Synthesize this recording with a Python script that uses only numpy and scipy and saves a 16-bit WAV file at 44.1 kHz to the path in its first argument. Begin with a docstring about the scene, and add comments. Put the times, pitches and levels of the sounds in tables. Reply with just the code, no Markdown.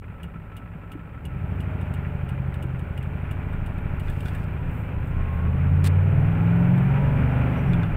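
"""A diesel V8 idles, heard from the pickup's cab, then pulls away with a lumpy throb, revs hard and
drops off for a gear change. Exhaust orders, the harmonics of the four-stroke cycle rate, boom in the
cab's air modes under the knock of the cylinders, faint gear whine and a thin turbo whistle.
Small impacts ring as the turn signal ticks and keys and trim rattle; friction makes the pedals
squeak, hands swish on the wheel and something brush past the listener."""
import sys
import numpy as np
from scipy import signal
from scipy.fft import rfft, irfft, next_fast_len
from scipy.io import wavfile
from scipy.ndimage import map_coordinates

SR = 44100
rng = np.random.default_rng(int(sys.argv[2]) if len(sys.argv) > 2 else 0)


def unload_audio(sound):
    """Save the sound as a 16-bit wav file, at the path given as the first command line argument."""
    columns = np.transpose(np.atleast_2d(sound))
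    # keep every value between -1 and 1, then stretch to whole-number steps
    steps = np.round(np.clip(columns, -1, 1) * 32767)
    wavfile.write(sys.argv[1], SR, steps.astype(np.int16))


N = 351036
T = np.arange(N) / SR
FIRINGS_PER_CYCLE = 8

# spectrum of moving air: frequency_hz, gain_db
AIR_SPECTRUM = [(3000, 7), (6000, -14.5), (7600, -0.5), (10000, -3), (12000, -3), (14500, 2.5),
                (16000, -2.5)]
# turbocharger whistle: time_s, pitch_hz, level_db
TURBO_WHISTLE = [(5.9, 11700, -99), (6.35, 13170, -84), (6.8, 14400, -75.5), (7.3, 15000, -83.5),
                 (7.5, 15000, -79), (7.7, 13200, -77), (7.9, 11500, -104)]
# hands sliding on the wheel: peak_s, sigma_s, level_db
HAND_SLIDES = [(4.236, 0.18, -65), (4.77, 0.067, -63), (5.078, .04, -67), (5.364, 0.044, -67.5)]
# spectrum of the sliding hands: frequency_hz, gain_db
HAND_SPECTRUM = [(5000, -23), (7800, 1.5), (11000, -3.5), (14000, 7), (16000, 1.5)]
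# rubs near the listener: start_s, length_s, level_db
RUBS = [(4.025, 0.43, -64), (4.249, .05, -57), (5.837, 0.047, -36.5)]
# spectrum of a rub: frequency_hz, gain_db
RUB_SPECTRUM = [(600, -19), (1100, 5), (1700, 5), (3000, -0.5), (4800, -4), (6500, -10.5), (8500, -3.5),
                (12000, -11.5), (15500, -11)]
# squeaks of the pedals: start_s, length_s, pitch_hz, glide_hz_per_s, level_db
PEDAL_SQUEAKS = [(7.55, 0.072, 2890, 800, -66), (7.65, .09, 2780, 300, -70)]
# dull knocks in the cab: start_s, pitch_hz, level_db, t60_s
CAB_THUMPS = [(0.75, 160, -18, 0.073), (0.952, 294, -14, 0.034), (2.637, 330, -20.5, 0.042)]
# impacts of loose keys: start_s, level_db
KEY_HITS = [(1.8123, -51), (2.5418, -47), (2.793, -50.5), (3.0275, -51), (3.5299, -56), (3.782, -53.5),
            (4.0992, -43.5), (4.206, -45), (4.3494, -44.5), (5.0719, -56), (6.779, -50)]
# modes of the keys: pitch_hz, gain_db, t60_s
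KEY_MODES = [(1722, 6, 0.083), (2800, -10, 0.025), (3650, -5, 0.049), (7860, -4, 0.016), (8600, -12, 0.065)]
# impacts of the gear lever and plastic trim: start_s, level_db
TRIM_HITS = [(3.03, -62), (4.083, -51.5), (4.259, -50), (4.284, -50), (7.734, -44.5), (7.833, -48)]
# modes of the trim: pitch_hz, gain_db, t60_s
TRIM_MODES = [(1500, 9, .06), (1640, 10, .06), (2450, 6, .06), (2800, 2, .05), (3350, -1, .06),
              (3520, -2, .06), (7400, -16, .03)]
# modes of the turn signal relay: pitch_hz, gain_db, t60_s
BLINKER_MODES = [(2865, 6, 0.086), (2890, -9.5, .03), (3260, -17, 0.077), (8600, -4, 0.053),
                 (9600, -11, 0.021), (12800, -18.5, .02)]
# contact noise of keys and relay: frequency_hz, gain_db
BRIGHT_CRACK = [(1500, -32), (2800, 15), (4200, -7.5), (6000, -13.5), (8000, -3), (11000, -3),
                (15500, -5.5)]
# contact noise of the trim: frequency_hz, gain_db
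DULL_CRACK = [(900, -8), (1600, 25.5), (2600, 8), (3600, -1), (5000, -14), (6500, -21), (8500, -3.5),
              (15500, -10)]
# shaking of the body as the truck rolls: time_s, level_db
SHAKE_LEVEL = [(0, -66), (1.15, -56), (1.3, -49), (1.8, -52), (3.8, -33), (4.9, -32), (5.6, -31),
               (6.2, -37.5), (7.5, -40), (7.96, -25)]
# spectrum of that shaking: frequency_hz, gain_db
SHAKE_SPECTRUM = [(8, -22), (17, -8.5), (27, 11), (35, -5.5), (50, -5.5), (80, -23.5), (200, -79.5)]
# gear tones crossing resonances: order, peak_s, sigma_s, level_db
GEAR_WHINES = [(48.1, 2.1, 0.57, -49), (68, 4.58, .06, -49), (68, 5.3, 0.19, -44.5),
               (68.4, 6.58, 0.16, -48.5), (40.1, 6.4, .17, -45), (40.5, 7.05, 0.15, -42.5),
               (21.03, 6.1, .2, -46), (21.03, 7.38, .1, -38.5), (23.8, 7.1, 0.2, -44)]
# ringing of a panel, mostly at idle: time_s, level_db
PANEL_LEVEL = [(0, -58), (1.3, -54), (1.7, -61), (3, -69), (7.96, -79.5)]
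# modes of the panel: pitch_hz, width_hz, gain_db
PANEL_MODES = [(1317, 16, 2), (1416, 42, -11)]
# engine speed, at two crank turns a cycle: time_s, cycles_per_s
ENGINE_SPEED = [(0.0, 6.287), (1.08, 6.315), (1.35, 12.073), (1.59, 13.169), (2.19, 12.074), (2.78, 11.716),
                (3.38, 12.919), (4.14, 12.572), (4.61, 14.311), (4.9, 14.15), (5.2, 15.74), (5.38, 15.73),
                (5.58, 16.945), (5.85, 18.033), (7.0, 23.538), (7.5, 25.512), (7.8, 20.856), (7.96, 19.212)]
# engine noises against speed: cycles_per_s, growl_db, knock_db, uneven_db, air_db
NOISE_BY_SPEED = [(6.46, -50, -55, -42, -70.5), (12.84, -42, -45.5, -48, -65.5),
                  (14.7, -42.5, -45, -33.5, -65.5), (20.56, -35, -39.5, -32.5, -62),
                  (25.6, -33, -36.5, -31.5, -60.5)]
# air modes of the cab: pitch_hz, width_hz, gain_db
AIR_MODES = [(77.9, 30, 0), (105.4, 11.6, 1), (134.6, 27.2, -1.5), (162.3, 19.7, -2)]
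# low response of the block: frequency_hz, gain_db
GROWL_SPECTRUM = [(150, -22.5), (220, 3), (270, 5.5), (340, -1), (420, 2), (490, -4), (580, -1), (710, -6),
                  (850, -2.5), (1000, -11), (1200, -32), (1600, -54)]
# high response of the block: frequency_hz, gain_db
KNOCK_SPECTRUM = [(700, -23.5), (1000, 3), (1170, 1.5), (1420, 5.5), (1700, 0), (1900, 0.5), (2080, -2),
                  (2350, 1.5), (2750, -5.5), (3100, -12.5), (3600, -22), (4300, -34), (6000, -40),
                  (9000, -63.5)]
# relative knock of each cylinder, in firing sequence: accent_db
CYLINDER_ACCENTS = [0, 3.5, 5.5, -6.5, 3.5, 2.5, 2, 3.5]
# engine load, as the strength of the exhaust: time_s, level_db
EXHAUST_LOAD = [(0, -51.5), (1.15, -55), (1.33, -44), (1.55, -39.5), (2.7, -42), (5, -40), (5.9, -35.5),
                (6.8, -39), (7.45, -32), (7.68, -43.5), (7.8, -38), (7.96, -46)]
# harmonics from the uneven firing of the two banks: order, gain_db
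EXHAUST_ORDERS = [(2, 1.5), (3, -5), (4, -18), (5, 7.5), (6, -7.5), (7, -2.5), (8, 3.5), (9, -7), (10, 2.5),
                  (11, 2), (12, -4.5), (13, -1.5), (14, 2.5), (15, -1), (16, 2), (18, 0), (19, -9),
                  (20, -8.5), (22, -1), (24, -6), (26, 2), (27, 3), (32, 4), (35, 6)]
# floor under the firing order and its double, before the cab's response: order, level_db
HUM_FLOOR = [(8, -43), (16, -44)]
# phase scatter of the orders (0 a throb, 1 a drone): cycles_per_s, spread_ratio
PHASE_SPREAD = [(6.3, 1), (12, .45), (13, .52), (14.5, .72), (18, 1)]
# brightness of the orders above twice the firing order: cycles_per_s, gain_db
EXHAUST_SHARPNESS = [(6.3, 0), (12.5, -2.5), (19, -2.5), (25, 3)]
# transmission of the exhaust into the cab: frequency_hz, gain_db
CAB_RESPONSE = [(20, -11.5), (60, -2), (140, -0.5), (180, -1.5), (205, -14), (255, -13), (310, -22),
                (430, -17.5), (490, -17), (570, -26.5), (700, -23.5), (1000, -27.5)]
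# coupling of orders to the cab's air modes: order, mode_hz, half_width_hz, lift_db
CAB_BOOMS = [(3, 70, 17, 12.5), (4, 88, 12, 7), (5, 75.7, 4.5, 2), (5, 93.3, 15.5, 10.5), (5, 124, 8.4, 3),
             (6, 135.9, 14, 27), (7, 89.6, 18, 13), (7, 137.5, 5.9, 18), (8, 141, 11.4, 9.5),
             (8, 172.5, 15.3, 16), (10, 200, 9, 8), (10, 242, 8.1, 6.5), (11, 129.6, 7.9, 8.5)]


def from_db(db):
    """Decibels to amplitude ratio."""
    return 10 ** (np.asarray(db) / 20)


def rms_one(x):
    """Normalisation to unit power."""
    return x / np.sqrt(np.mean(x ** 2) + 1e-20)


def curves(rows, position=T):
    """Linear interpolation of each column along the first, by default in time."""
    axis, *columns = np.transpose(rows)
    return [np.interp(position, axis, column) for column in columns]


def at_hz(spectrum, hz):
    """Gain in dB, interpolated on a log-frequency axis."""
    points_hz, gains_db = np.transpose(spectrum)
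    return np.interp(np.log(hz + 1e-6), np.log(points_hz), gains_db)


def colour(x, spectrum):
    """Spectral shaping in the frequency domain; unit power."""
    size = next_fast_len(N)
    gain = from_db(at_hz(spectrum, np.fft.rfftfreq(size, 1 / SR)))
    return rms_one(irfft(rfft(x, size) * gain, size)[:N])


def noise(spectrum):
    """Filtered Gaussian noise; unit power."""
    return colour(rng.standard_normal(N), spectrum)


def drift(rate):
    """Smooth random modulation with `rate` new values a second; unit power."""
    knots = rng.standard_normal(2048)
    coarse = map_coordinates(knots, [T[::32] * rate], order=3, mode="wrap")
    return rms_one(coarse).repeat(32)[:N]


def resonate(x, modes):
    """Parallel resonators, each applied twice for deep valleys; unit power."""
    out = 0
    for hz, width_hz, db in modes:
        r = np.exp(-np.pi * width_hz * np.sqrt(2) / SR)
        gain = (1 - r * r) / 2
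        section = [gain, 0, -gain, 1, -2 * r * np.cos(2 * np.pi * hz / SR), r * r]
        out = out + from_db(db) * signal.sosfilt([section, section], x + 1e-18)
    return rms_one(out)


def decay(t, t60):
    """Exponential damping: 60 dB lost in t60 seconds."""
    return np.exp(-np.log(1000) * t / t60)


def swell(peak_s, sigma_s):
    """Gaussian envelope."""
    return np.exp(-((T - peak_s) / sigma_s) ** 2 / 2)


def settle(x, lag_s=0.12):
    """First-order lag of a control."""
    pole = np.exp(-1 / (lag_s * SR))
    return x[0] + signal.lfilter([1 - pole], [1, -pole], x - x[0])


def add(out, start_s, sound):
    """Superposition of a short sound on a longer one."""
    start = max(int(start_s * SR), 0)
    out[start:start + len(sound)] += sound[:max(N - start, 0)]


def air_hiss(level_db):
    """Moving air radiates faint broadband noise."""
    return from_db(level_db) * noise(AIR_SPECTRUM)


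def turbo(jitter_hz=220):
    """A blade tone, breathy from random frequency modulation, climbs and sinks with boost."""
    hz, level_db = curves(TURBO_WHISTLE)
    phase = 2 * np.pi * np.cumsum(hz + jitter_hz * drift(600)) / SR
    return from_db(level_db) * np.sqrt(2) * np.sin(phase)


def hand_swishes():
    """Sliding friction of palms on the wheel makes soft, high noise."""
    envelope = sum(from_db(db) * swell(peak_s, sigma_s) for peak_s, sigma_s, db in HAND_SLIDES)
    return envelope * noise(HAND_SPECTRUM)


def brushes(edge_s=0.0063, grain_db=2.5):
    """Friction noise in short rubs, grainy from random amplitude modulation."""
    envelope = sum(from_db(db) * np.clip(np.minimum(T - start, start + length - T) / edge_s, 0, 1)
                   for start, length, db in RUBS)
    return envelope * from_db(grain_db * drift(240)) * noise(RUB_SPECTRUM)


def pedal_squeaks(waver_hz=8.0):
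    """Stick-slip motion gives a gliding tone of four sawtooth harmonics."""
    out = np.zeros(N)
    for start, length, hz, glide, db in PEDAL_SQUEAKS:
        t = T[:int(length * SR)]
        phase = 2 * np.pi * np.cumsum(hz + glide * t + waver_hz * drift(150)[:len(t)]) / SR
        tone = sum(2 / k * np.sin(k * phase) for k in range(1, 5))
        add(out, start, from_db(db) * np.sin(np.pi * t / length) * tone)
    return out


def thumps(attack_s=0.0074):
    """Each soft impact excites one damped low mode."""
    t, out = T[:SR // 5], np.zeros(N)
    for start, hz, db, t60 in CAB_THUMPS:
        envelope = decay(t, t60) * (1 - np.exp(-t / attack_s))
        add(out, start, from_db(db) * envelope * np.sin(2 * np.pi * hz * t))
    return out


def impacts(hits, modes, crack, ring_db, crack_db, crack_t60):
    """Hard contact excites damped modes and a crack of noise that scatters round the cab."""
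    t = T[:SR // 10]
    rings, envelope = np.zeros(N), np.zeros(N)
    for start, db in hits:
        ring = sum(from_db(mode_db + rng.normal(0, 2.0)) * np.sin(2 * np.pi * hz * t) * decay(t, t60)
                   for hz, mode_db, t60 in modes)
        add(rings, start, from_db(db + ring_db) * ring)
        add(envelope, start, from_db(db + crack_db) * decay(t, crack_t60))
    return rings + envelope * noise(crack)


def keys():
    """Loose keys collide and ring in free vibration."""
    return impacts(KEY_HITS, KEY_MODES, BRIGHT_CRACK, ring_db=-3.5, crack_db=-1.5, crack_t60=0.058)


def trim():
    """Impacts of the gear lever and plastic trim excite close modes and a duller crack."""
    return impacts(TRIM_HITS, TRIM_MODES, DULL_CRACK, ring_db=1.5, crack_db=1.5, crack_t60=0.11)


def turn_signal(first_s=0.2319, period_s=0.6861, on_s=0.3347, blinks=6, fade_db_per_s=0.25):
    """A relay rings on impact as it closes and opens, fading as the listener turns away."""
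    close_db, open_db = -47, -45
    hits = [(start + delay, db - fade_db_per_s * start)
            for start in first_s + period_s * np.arange(blinks)
            for delay, db in [(0, close_db), (on_s, open_db)]]
    return impacts(hits, BLINKER_MODES, BRIGHT_CRACK, ring_db=-6.5, crack_db=0.0, crack_t60=0.068)


def body_shake():
    """Random low-frequency vibration of the body on its springs."""
    level_db, = curves(SHAKE_LEVEL)
    return from_db(level_db) * noise(SHAKE_SPECTRUM)


def gear_whines(cycle, waver=0.27):
    """Gear and belt tones follow engine speed and swell at set times, as if crossing resonances."""
    out = np.zeros(N)
    for order, peak_s, sigma_s, db in GEAR_WHINES:
        envelope = from_db(db) * swell(peak_s, sigma_s) * (1 + waver * drift(25))
        out += envelope * np.sin(2 * np.pi * order * cycle + waver * drift(25))
    return out


def panel_buzz(cycle, depth=0.84, peak_cycle=0.23):
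    """Forced vibration of a panel, nudged by each of the two crank turns of a cycle."""
    level_db, = curves(PANEL_LEVEL)
    rocking = 1 + depth * np.cos(4 * np.pi * (cycle - peak_cycle))
    return from_db(level_db) * resonate(rocking * rng.standard_normal(N), PANEL_MODES)


def combustion_rumble(firing_at, speed, uneven_db):
    """Unequal firing impulses excite the cab's air modes, more so as speed changes rock the engine."""
    acceleration = np.abs(np.gradient(settle(speed))) * SR
    lurch_db = 0.54 * settle(acceleration)
    puffs = np.zeros(N)
    puffs[firing_at] = rng.standard_normal(len(firing_at)) * np.sqrt(np.gradient(firing_at))
    return from_db(uneven_db + lurch_db) * resonate(puffs, AIR_MODES)


def block_ring(firing_at, cylinder, spectrum, t60, repeat_share, spread_db, accent):
    """Each cylinder has its own impulse response in the block; the rest of each burst is new noise."""
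    t = T[:SR // 10]
    envelope = decay(t, t60) * (1 - np.exp(-t / 0.00077))
    gap = np.gradient(firing_at)
    gap = gap / gap.max()   # shorter gaps even out the cylinders at speed
    accent_db = accent * gap * np.array(CYLINDER_ACCENTS)[cylinder]
    forces = from_db(accent_db + spread_db * rng.standard_normal(len(firing_at))) * np.sqrt(gap)
    responses = rng.standard_normal((len(CYLINDER_ACCENTS), len(t))) * envelope
    repeated, power = np.zeros(N), np.zeros(N)
    for start, k, force in zip(firing_at / SR, cylinder, forces):
        add(repeated, start, force * responses[k])
        add(power, start, (force * envelope) ** 2)
    fresh = colour(np.sqrt(power) * rng.standard_normal(N), spectrum)
    return np.sqrt(repeat_share) * colour(repeated, spectrum) + np.sqrt(1 - repeat_share) * fresh


def diesel_clatter(firing_at, cylinder, growl_db, knock_db):
    """Impulsive excitation of the block gives a low growl and the hard knock above it."""
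    growl = block_ring(firing_at, cylinder, GROWL_SPECTRUM,
                       t60=0.17, repeat_share=0.74, spread_db=1.26, accent=0.59)
    knock = block_ring(firing_at, cylinder, KNOCK_SPECTRUM,
                       t60=0.18, repeat_share=0.48, spread_db=1.78, accent=1.35)
    return from_db(growl_db) * growl + from_db(knock_db) * knock


def cab_gain_db(order, hz):
    """Resonance lifts an order as it sweeps through an air mode that it couples to."""
    boom_db = sum(lift_db * np.exp(-((hz - mode_hz) / half_width) ** 2)
                  for coupled, mode_hz, half_width, lift_db in CAB_BOOMS if coupled == order)
    return at_hz(CAB_RESPONSE, hz) + boom_db


def exhaust(cycle, speed, throb_cycle=0.465):
    """Harmonics interfere: near in phase they throb; scattered, at idle and high revs, they drone."""
    angle = -2 * np.pi * (cycle - throb_cycle)
    load_db, = curves(EXHAUST_LOAD)
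    spread, = curves(PHASE_SPREAD, speed)
    sharp_db, = curves(EXHAUST_SHARPNESS, speed)
    lags = np.clip(rng.normal(0, 1.6, 48), -np.pi, np.pi)
    floor_db = dict(HUM_FLOOR)
    out = np.zeros(N)
    for order, db in EXHAUST_ORDERS:
        hz = order * speed
        level_db = load_db + db + cab_gain_db(order, hz) + sharp_db * (order > 2 * FIRINGS_PER_CYCLE)
        if order in floor_db:
            level_db = np.maximum(level_db, floor_db[order] + at_hz(CAB_RESPONSE, hz))
        waver = 0.25 if order > FIRINGS_PER_CYCLE else 0.08
        amplitude = from_db(level_db) * (1 + waver * drift(9))
        out += amplitude * np.sin(order * angle + spread * lags[order] + waver * drift(9))
    return np.sqrt(2) * out


def scene():
    """One crankshaft times the firings and orders; the small cab noises add by superposition."""
    speed, = curves(ENGINE_SPEED)
    cycle = np.cumsum(speed) / SR
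    firing_count = np.floor(cycle * FIRINGS_PER_CYCLE).astype(int)
    firing_at = np.flatnonzero(np.diff(firing_count)) + 1   # sample indices
    cylinder = firing_count[firing_at] % FIRINGS_PER_CYCLE
    effort = np.minimum(speed, settle(speed))   # noise builds with a lag but drops at once
    growl_db, knock_db, uneven_db, air_db = curves(NOISE_BY_SPEED, effort)
    truck = exhaust(cycle, speed) + combustion_rumble(firing_at, speed, uneven_db) + body_shake()
    truck += diesel_clatter(firing_at, cylinder, growl_db, knock_db)
    truck += panel_buzz(cycle) + gear_whines(cycle) + turbo() + air_hiss(air_db)
    cab = turn_signal() + keys() + trim() + pedal_squeaks() + thumps() + brushes() + hand_swishes()
    return (truck + cab)[None]


def record(dry):
    """An elliptic low-pass filter cuts the treble steeply above 15.6 kHz."""
    return signal.sosfilt(signal.ellip(10, 0.1, 90, 15600, fs=SR, output="sos"), dry)


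dry = scene()
out = record(dry)
unload_audio(out)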